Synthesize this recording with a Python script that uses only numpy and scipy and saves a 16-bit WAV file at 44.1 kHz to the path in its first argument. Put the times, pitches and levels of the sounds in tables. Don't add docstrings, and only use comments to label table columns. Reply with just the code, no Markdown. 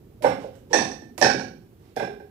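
import sys
import numpy as np
from scipy import signal
from scipy.fft import rfft, irfft, next_fast_len
from scipy.io import wavfile
from scipy.ndimage import uniform_filter1d

SR = 44100
rng = np.random.default_rng(int(sys.argv[2]) if len(sys.argv) > 2 else 0)


def digitize_waveform(pressure):
    field = np.atleast_2d(pressure).T
    bounded = np.clip(field, -1, 1)
    quanta = np.round(bounded * 32767).astype(np.int16)
    wavfile.write(sys.argv[1], SR, quanta)


def magnitude_from_level(level_db):
    exponent = np.asarray(level_db, float) / 20
    return 10 ** exponent


N = 101429

# (time [s], level [dB])
RUMBLE_COLOUR = [(15, -32), (25, -47), (48, -15), (115, -11), (288, -21), (359, -15), (494, -23.5),
                 (525, -28.5), (3000, -57), (3900, -93), (6600, -120)]
RUMBLE_SWELL = [(0, 16.5), (.8, 17.5), (1.599, 14.5), (2.3, 13)]
RUMBLE_DB = -65.5
# (frequency [Hz], density [dB per Hz]); then the (left [dB], right [dB]) levels
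HISS_COLOUR = [(500, 14), (3000, 6.8), (9000, 0.46), (15000, 7.4)]
HISS_DB = [-67, -63.5]
# (time [s], level [dB], pitch [Hz])
TOUCHES = [
    (.203, -54, 589),
    (.211, -53, 600),
    (.231, -34, 560),
    (.704, -44, 486),
    (0.706, -47.5, 890),
    (.722, -40, 420),
    (1.179, -47.5, 330),
    (1.209, -28.5, 601),
]
TOUCH_PEAK_S = 0.0068
# (time [s], length [s], level [dB])
SHUFFLES = [
    (0.218, 0.059, -40.5),
    (0.373, 0.084, -53.5),
    (0.519, 0.039, -62.5),
    (0.695, 0.092, -43.5),
    (1.761, 0.19, -67.5),
]
# (frequency [Hz], density [dB per Hz])
SHUFFLE_COLOUR = [(300, 23.5), (1000, 8.5), (3000, 12.5), (8000, 3), (15000, -16.5)]
# (time [s], level [dB])
SLAPS = [
    (0.2234, -13.5),
    (0.2277, -19),
    (0.235, -25),
    (0.554, -31),
    (1.179, -8),
    (1.182, -15.5),
    (1.96, -28.5),
    (1.964, -15),
]
# (frequency [Hz], level [dB])
SLAP_COLOUR = [(100, -15), (500, -1.5), (1500, 1), (4000, 0.5), (8000, -4), (12900, -10.5), (16000, -16.5)]
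# (time [s], thud level [dB], knock level [dB], bright clack level [dB])
KNOCKS = [
    [(.243, -19, -9.5, -19.5), (.2465, -24.5, -19, -15.5), (.255, -21.5, -23, -19.5),
     (.261, -22.5, -22, -32), (.267, -16, -15, -19), (.276, -32, -25.5, -24), (.292, -24.5, -27, -31),
     (.307, -26.5, -33.5, -24.5), (.44, -49, -31, -40), (.5, -52, -46, -54)],
    [(.731, -28, -21.5, -17.5), (.737, -19, -16, -18.5), (.743, -27.5, -16, -13.5), (.76, -18, -22.5, -22),
     (.785, -16, -21.5, -20.5), (.808, -38, -17.5, -31.5), (.822, -17, -24.5, -42), (.85, -22, -21, -31),
     (.875, -40, -45, -46.5), (.915, -42, -34, -36.5), (1.02, -33, -38.5, -48)],
    [(1.2145, -18, -20.5, -19), (1.225, -21, -11, -13.5), (1.238, -14, -18.5, -44.5)],
    [(1.246, -19.5, -13.5, -16.5), (1.262, -23, -15, -33), (1.28, -24.5, -24, -28),
     (1.3, -29.5, -29, -22.5), (1.342, -20, -36.5, -36.5), (1.396, -27, -25, -31)],
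    [(1.965, -25, -23, -35.5), (1.973, -27, -25.5, -30), (1.998, -31.5, -40, -31)],
    [(2.004, -24, -20.5, -35.5), (2.02, -23.5, -22.5, -30), (2.029, -32.5, -27, -25.5),
     (2.075, -40, -34, -45), (2.105, -37.5, -37.5, -43), (2.2, -58, -40, -45.5)],
]
# (frequency [Hz], width [Hz], level [dB])
ARM_1_MODES = [(285, 26, -2.5), (546.3, 54, 5), (610, 46, -6), (820, 70, -6), (1486, 98, -11.5),
               (2057, 35, -16), (2290, 37, -27), (2540, 40, -45), (3420, 70, -32), (5380, 60, -23.5),
               (7400, 380, -42.5)]
ARM_2_MODES = [(263, 31, -12), (372, 160, -10), (833, 60, -6), (1100, 75, -21.5), (1781, 22, 4.5),
               (2405, 50, -22), (2578, 120, -16), (3670, 150, -22), (4414, 150, -19.5), (4960, 80, -22),
               (5690, 71, -8), (6120, 52, -11), (7500, 1300, -30.5)]
ARM_3_MODES = [(262, 41, -12), (440, 91, -3), (790, 85, 1.5), (1060, 41, -6), (1770, 52, 4.5),
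               (2522, 44, -5.5), (3380, 90, -19), (4720, 80, -22.5), (5300, 90, -11), (5690, 250, -9),
               (6110, 68, -13.5)]
ARM_3_LATE_MODES = [(273, 30, -22), (420, 100, -5.5), (560, 70, 1), (814, 55, -5), (1090, 44, -7.5),
                    (1533, 38, 5.5), (1620, 50, 0.5), (2313, 100, -11), (2860, 74, -21), (3700, 61, -18.5),
                    (4310, 70, -19), (5460, 80, -10.5), (5550, 55, -16), (5980, 110, -15.5)]
ARM_4_EARLY_MODES = [(248, 24, -15), (455, 70, 4.5), (833, 69, -8), (1590, 95, 3), (2055, 120, -13.5),
                     (2390, 73, -9.5), (3380, 260, -22), (5300, 110, -18)]
ARM_4_MODES = [(274, 41, -15), (411, 46, 6.5), (560, 50, -2), (793, 57, -2), (1566, 23, 3),
               (1610, 20, -9.5), (2035, 100, -24), (2370, 73, -19), (3480, 570, -32.5), (5330, 68, -24.5)]
# (frequency [Hz], density [dB per Hz])
CRACK_1 = [(60, -31), (200, -39), (400, 4.5), (750, 17), (1300, -1), (2500, -36), (6000, -60), (16000, -79)]
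CRACK_2 = [(60, -37.5), (200, 8.5), (900, 9.5), (1350, -8), (2500, -12.5), (6200, -13.5), (7000, -41),
           (16000, -21.5)]
CRACK_3 = [(60, -14.5), (200, -4.5), (900, 17), (1300, -10), (2500, -2), (6200, 3), (7000, -33.5),
           (16000, -47.5)]
CRACK_4 = [(60, -24.5), (200, 4), (800, 15), (1250, -4), (2500, -27.5), (6000, -31), (9000, -25.5),
           (16000, -54)]
CRACK_DB = [12, 17.7, 10.3, 9, 13.7, 10.6]
CRACK_DECAY_S, STRIKE_SPREAD_DB = 0.0023, 3
NARROWEST_HZ, HIGHEST_Q = 20, 80
THUD_TOP_HZ, CLACK_FROM_HZ, KNOCK_TOP_HZ = 380, 1250, 10000
# (frequency [Hz], level [dB])
KNOCK_COLOUR = [(540, 0.5), (680, -5.5), (790, 0.5), (1100, -1.5), (1400, 0.5)]
# (frequency [Hz], t60 [s])
ROOM_T60 = [(60, 0.18), (150, 1), (300, 0.68), (600, 0.46), (850, 0.41), (1500, 0.36), (4000, 0.4),
            (8000, 0.26), (14000, 0.43)]
# (frequency [Hz], likeness [0 to 1])
LIKENESS = [(90, 1.05), (180, 0.79), (550, 1), (1650, 0.31), (4970, 0.063), (15000, 0.02)]
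DIRECT_DB, ROOM_DB, BUILD_S, SOURCE_LOW_HZ = 1, -25, 0.0008, 163
EARLY_DB, EARLY_S, EARLY_TOP_HZ = 13, 0.016, 1200
EVEN_HZ = 43.1
# (frequency [Hz], level [dB])
LEFT_PORT = [(60, -2.5), (250, -2.5), (600, -7.5), (1100, -15), (2500, -18), (5000, -20), (7000, -41.5),
             (15000, -50.5)]
PEAK_LIMIT, RECORDER_TOP_HZ = 1.1, 15900


def at_hz(points, hz):
    table = np.array(points)
    return np.interp(np.log(hz + 1), np.log(table[:, 0]), table[:, 1])


def rms_one(x):
    return x / np.sqrt(np.mean(x ** 2) + 1e-20)


def min_phase(x, db):
    size = 2 * len(db) - 2
    cepstrum = irfft(np.log(magnitude_from_level(db)), size)
    cepstrum[1:size // 2] *= 2
    cepstrum[size // 2 + 1:] = 0
    return irfft(rfft(x, size) * np.exp(rfft(cepstrum)), size)[..., :x.shape[-1]]


def colour(x, points):
    half = next_fast_len(x.shape[-1])
    hz = np.arange(half + 1) * SR / 2 / half
    return min_phase(x, at_hz(points, hz))


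def pair(length, t60=None):
    out, t = 0, np.arange(length) / SR
    edges = 22 * 2 ** np.arange(0, 10, .5)
    white = rng.standard_normal((2, 2, length))
    for k, (low, high) in enumerate(zip(edges, edges[1:])):
        band = signal.butter(2, [low, high], "band", fs=SR, output="sos")
        mid, side = signal.sosfilt(band, white[k % 2])
        hz = np.sqrt(low * high)
        alike = np.clip(at_hz(LIKENESS, hz), 0, 1)
        fade = 1 if t60 is None else magnitude_from_level(-60 * t / at_hz(t60, hz))
        out = out + fade * (np.sqrt(1 + alike) * mid + np.sqrt(1 - alike) * side * [[1], [-1]])
    return out


def add(track, s, sound):
    i = int(s * SR)
    track[i:i + len(sound)] += sound[:len(track) - i]


def room_tone():
    s, db = np.transpose(RUMBLE_SWELL)
    level_db = RUMBLE_DB + np.interp(np.arange(N) / SR, s, db)
    rumble = colour(pair(N + SR), RUMBLE_COLOUR + [(6000, -74)])[:, SR:]
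    return magnitude_from_level(level_db) * rms_one(rumble)


def preamp_hiss():
    hiss = rms_one(colour(rng.standard_normal((2, N)), HISS_COLOUR))
    return magnitude_from_level(np.array(HISS_DB))[:, None] * hiss


def touches():
    out, t = np.zeros(N), np.arange(2048) / SR
    bump = (t / TOUCH_PEAK_S) * np.exp(1 - t / TOUCH_PEAK_S)
    for s, db, hz in TOUCHES:
        add(out, s, magnitude_from_level(db) * bump * np.sin(2 * np.pi * hz * t))
    return out


def shuffles():
    t = np.arange(N) / SR
    swell = np.zeros(N)
    for s, length, db in SHUFFLES:
        swell += magnitude_from_level(db) * np.sin(np.pi * np.clip((t - s) / length, 0, 1))
    grain = rng.standard_normal(N) * magnitude_from_level(0.63 * rng.standard_normal(N))
    return swell * rms_one(colour(grain, SHUFFLE_COLOUR))


def crack(points):
    splinter = .15 * rng.standard_normal(4096) * np.exp(-np.arange(4096) / SR / CRACK_DECAY_S)
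    splinter[0] = .7
    return colour(splinter, points)


def slaps():
    out = np.zeros(N)
    for s, db in SLAPS:
        add(out, s, magnitude_from_level(db) * crack(SLAP_COLOUR))
    return out


def knock(modes, crack_points, crack_db):
    t = np.arange(8192) / SR
    hz, width, db = np.transpose(modes)[:, :, None]
    width = np.maximum(width, np.maximum(NARROWEST_HZ, hz / HIGHEST_Q))
    gains = magnitude_from_level(db + STRIKE_SPREAD_DB * rng.standard_normal(hz.shape)) * width / 150
    body = np.sum(gains * np.exp(-np.pi * width * t) * np.sin(2 * np.pi * hz * t), axis=0)
    body[:4096] += magnitude_from_level(crack_db) * crack(crack_points)
    return body


def dummy():
    out = np.zeros(N)
    thud_band = signal.butter(2, THUD_TOP_HZ, "low", fs=SR, output="sos")
    knock_band = signal.butter(2, [THUD_TOP_HZ, CLACK_FROM_HZ], "band", fs=SR, output="sos")
    clack_band = signal.butter(2, CLACK_FROM_HZ, "high", fs=SR, output="sos")
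    arms = (ARM_1_MODES, ARM_2_MODES, ARM_3_MODES, ARM_3_LATE_MODES, ARM_4_EARLY_MODES, ARM_4_MODES)
    cracks = (CRACK_1, CRACK_2, CRACK_3, CRACK_3, CRACK_4, CRACK_4)
    for contacts, modes, points, crack_db in zip(KNOCKS, arms, cracks, CRACK_DB):
        for s, thud_db, knock_db, clack_db in contacts:
            body = knock(modes, points, crack_db)
            thud = magnitude_from_level(thud_db) * signal.sosfilt(thud_band, body)
            middle = magnitude_from_level(knock_db) * signal.sosfilt(knock_band, body)
            clack = magnitude_from_level(clack_db + 9.5) * signal.sosfilt(clack_band, body)
            add(out, s, thud + middle + clack)
    knock_top = signal.butter(5, KNOCK_TOP_HZ, fs=SR, output="sos")
    return signal.sosfilt(knock_top, colour(out, KNOCK_COLOUR))


def room_answer():
    t = np.arange(SR) / SR
    tail = pair(SR, ROOM_T60) * (1 - np.exp(-t / BUILD_S))
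    dull = signal.sosfilt(signal.butter(2, EARLY_TOP_HZ, fs=SR, output="sos"), tail)
    tail = tail + magnitude_from_level(EARLY_DB) * np.exp(-t / EARLY_S) * dull
    tail[:, 0] = magnitude_from_level(DIRECT_DB - ROOM_DB)
    power = np.abs(rfft(tail[1], 2 * SR)) ** 2 + 1e-9
    fine = uniform_filter1d(power, size=int(2 * EVEN_HZ))
    broad = uniform_filter1d(power, size=1000)
    return magnitude_from_level(ROOM_DB) * min_phase(tail, -10 * np.log10(fine / broad))


def room(x, answer):
    x = signal.sosfilt(signal.butter(2, SOURCE_LOW_HZ, "high", fs=SR, output="sos"), x)
    return signal.fftconvolve(x[None], answer)[:, :N]


def scene():
    answer = room_answer()
    rumble = room_tone()
    blows = touches() + shuffles() + slaps() + dummy()
    return room(blows, answer) + rumble


def roll_off(x):
    return signal.sosfilt(signal.butter(12, 16460, fs=SR, output="sos"), x)


def record(dry):
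    x = np.array([colour(dry[0], LEFT_PORT), dry[1]])
    x = x + preamp_hiss()
    rounded = PEAK_LIMIT * np.tanh(x / PEAK_LIMIT)
    top_cut = signal.cheby2(12, 40, RECORDER_TOP_HZ, fs=SR, output="sos")
    mix = signal.sosfilt(top_cut, rounded)
    return roll_off(mix)


dry = scene()
out = record(dry)
digitize_waveform(out)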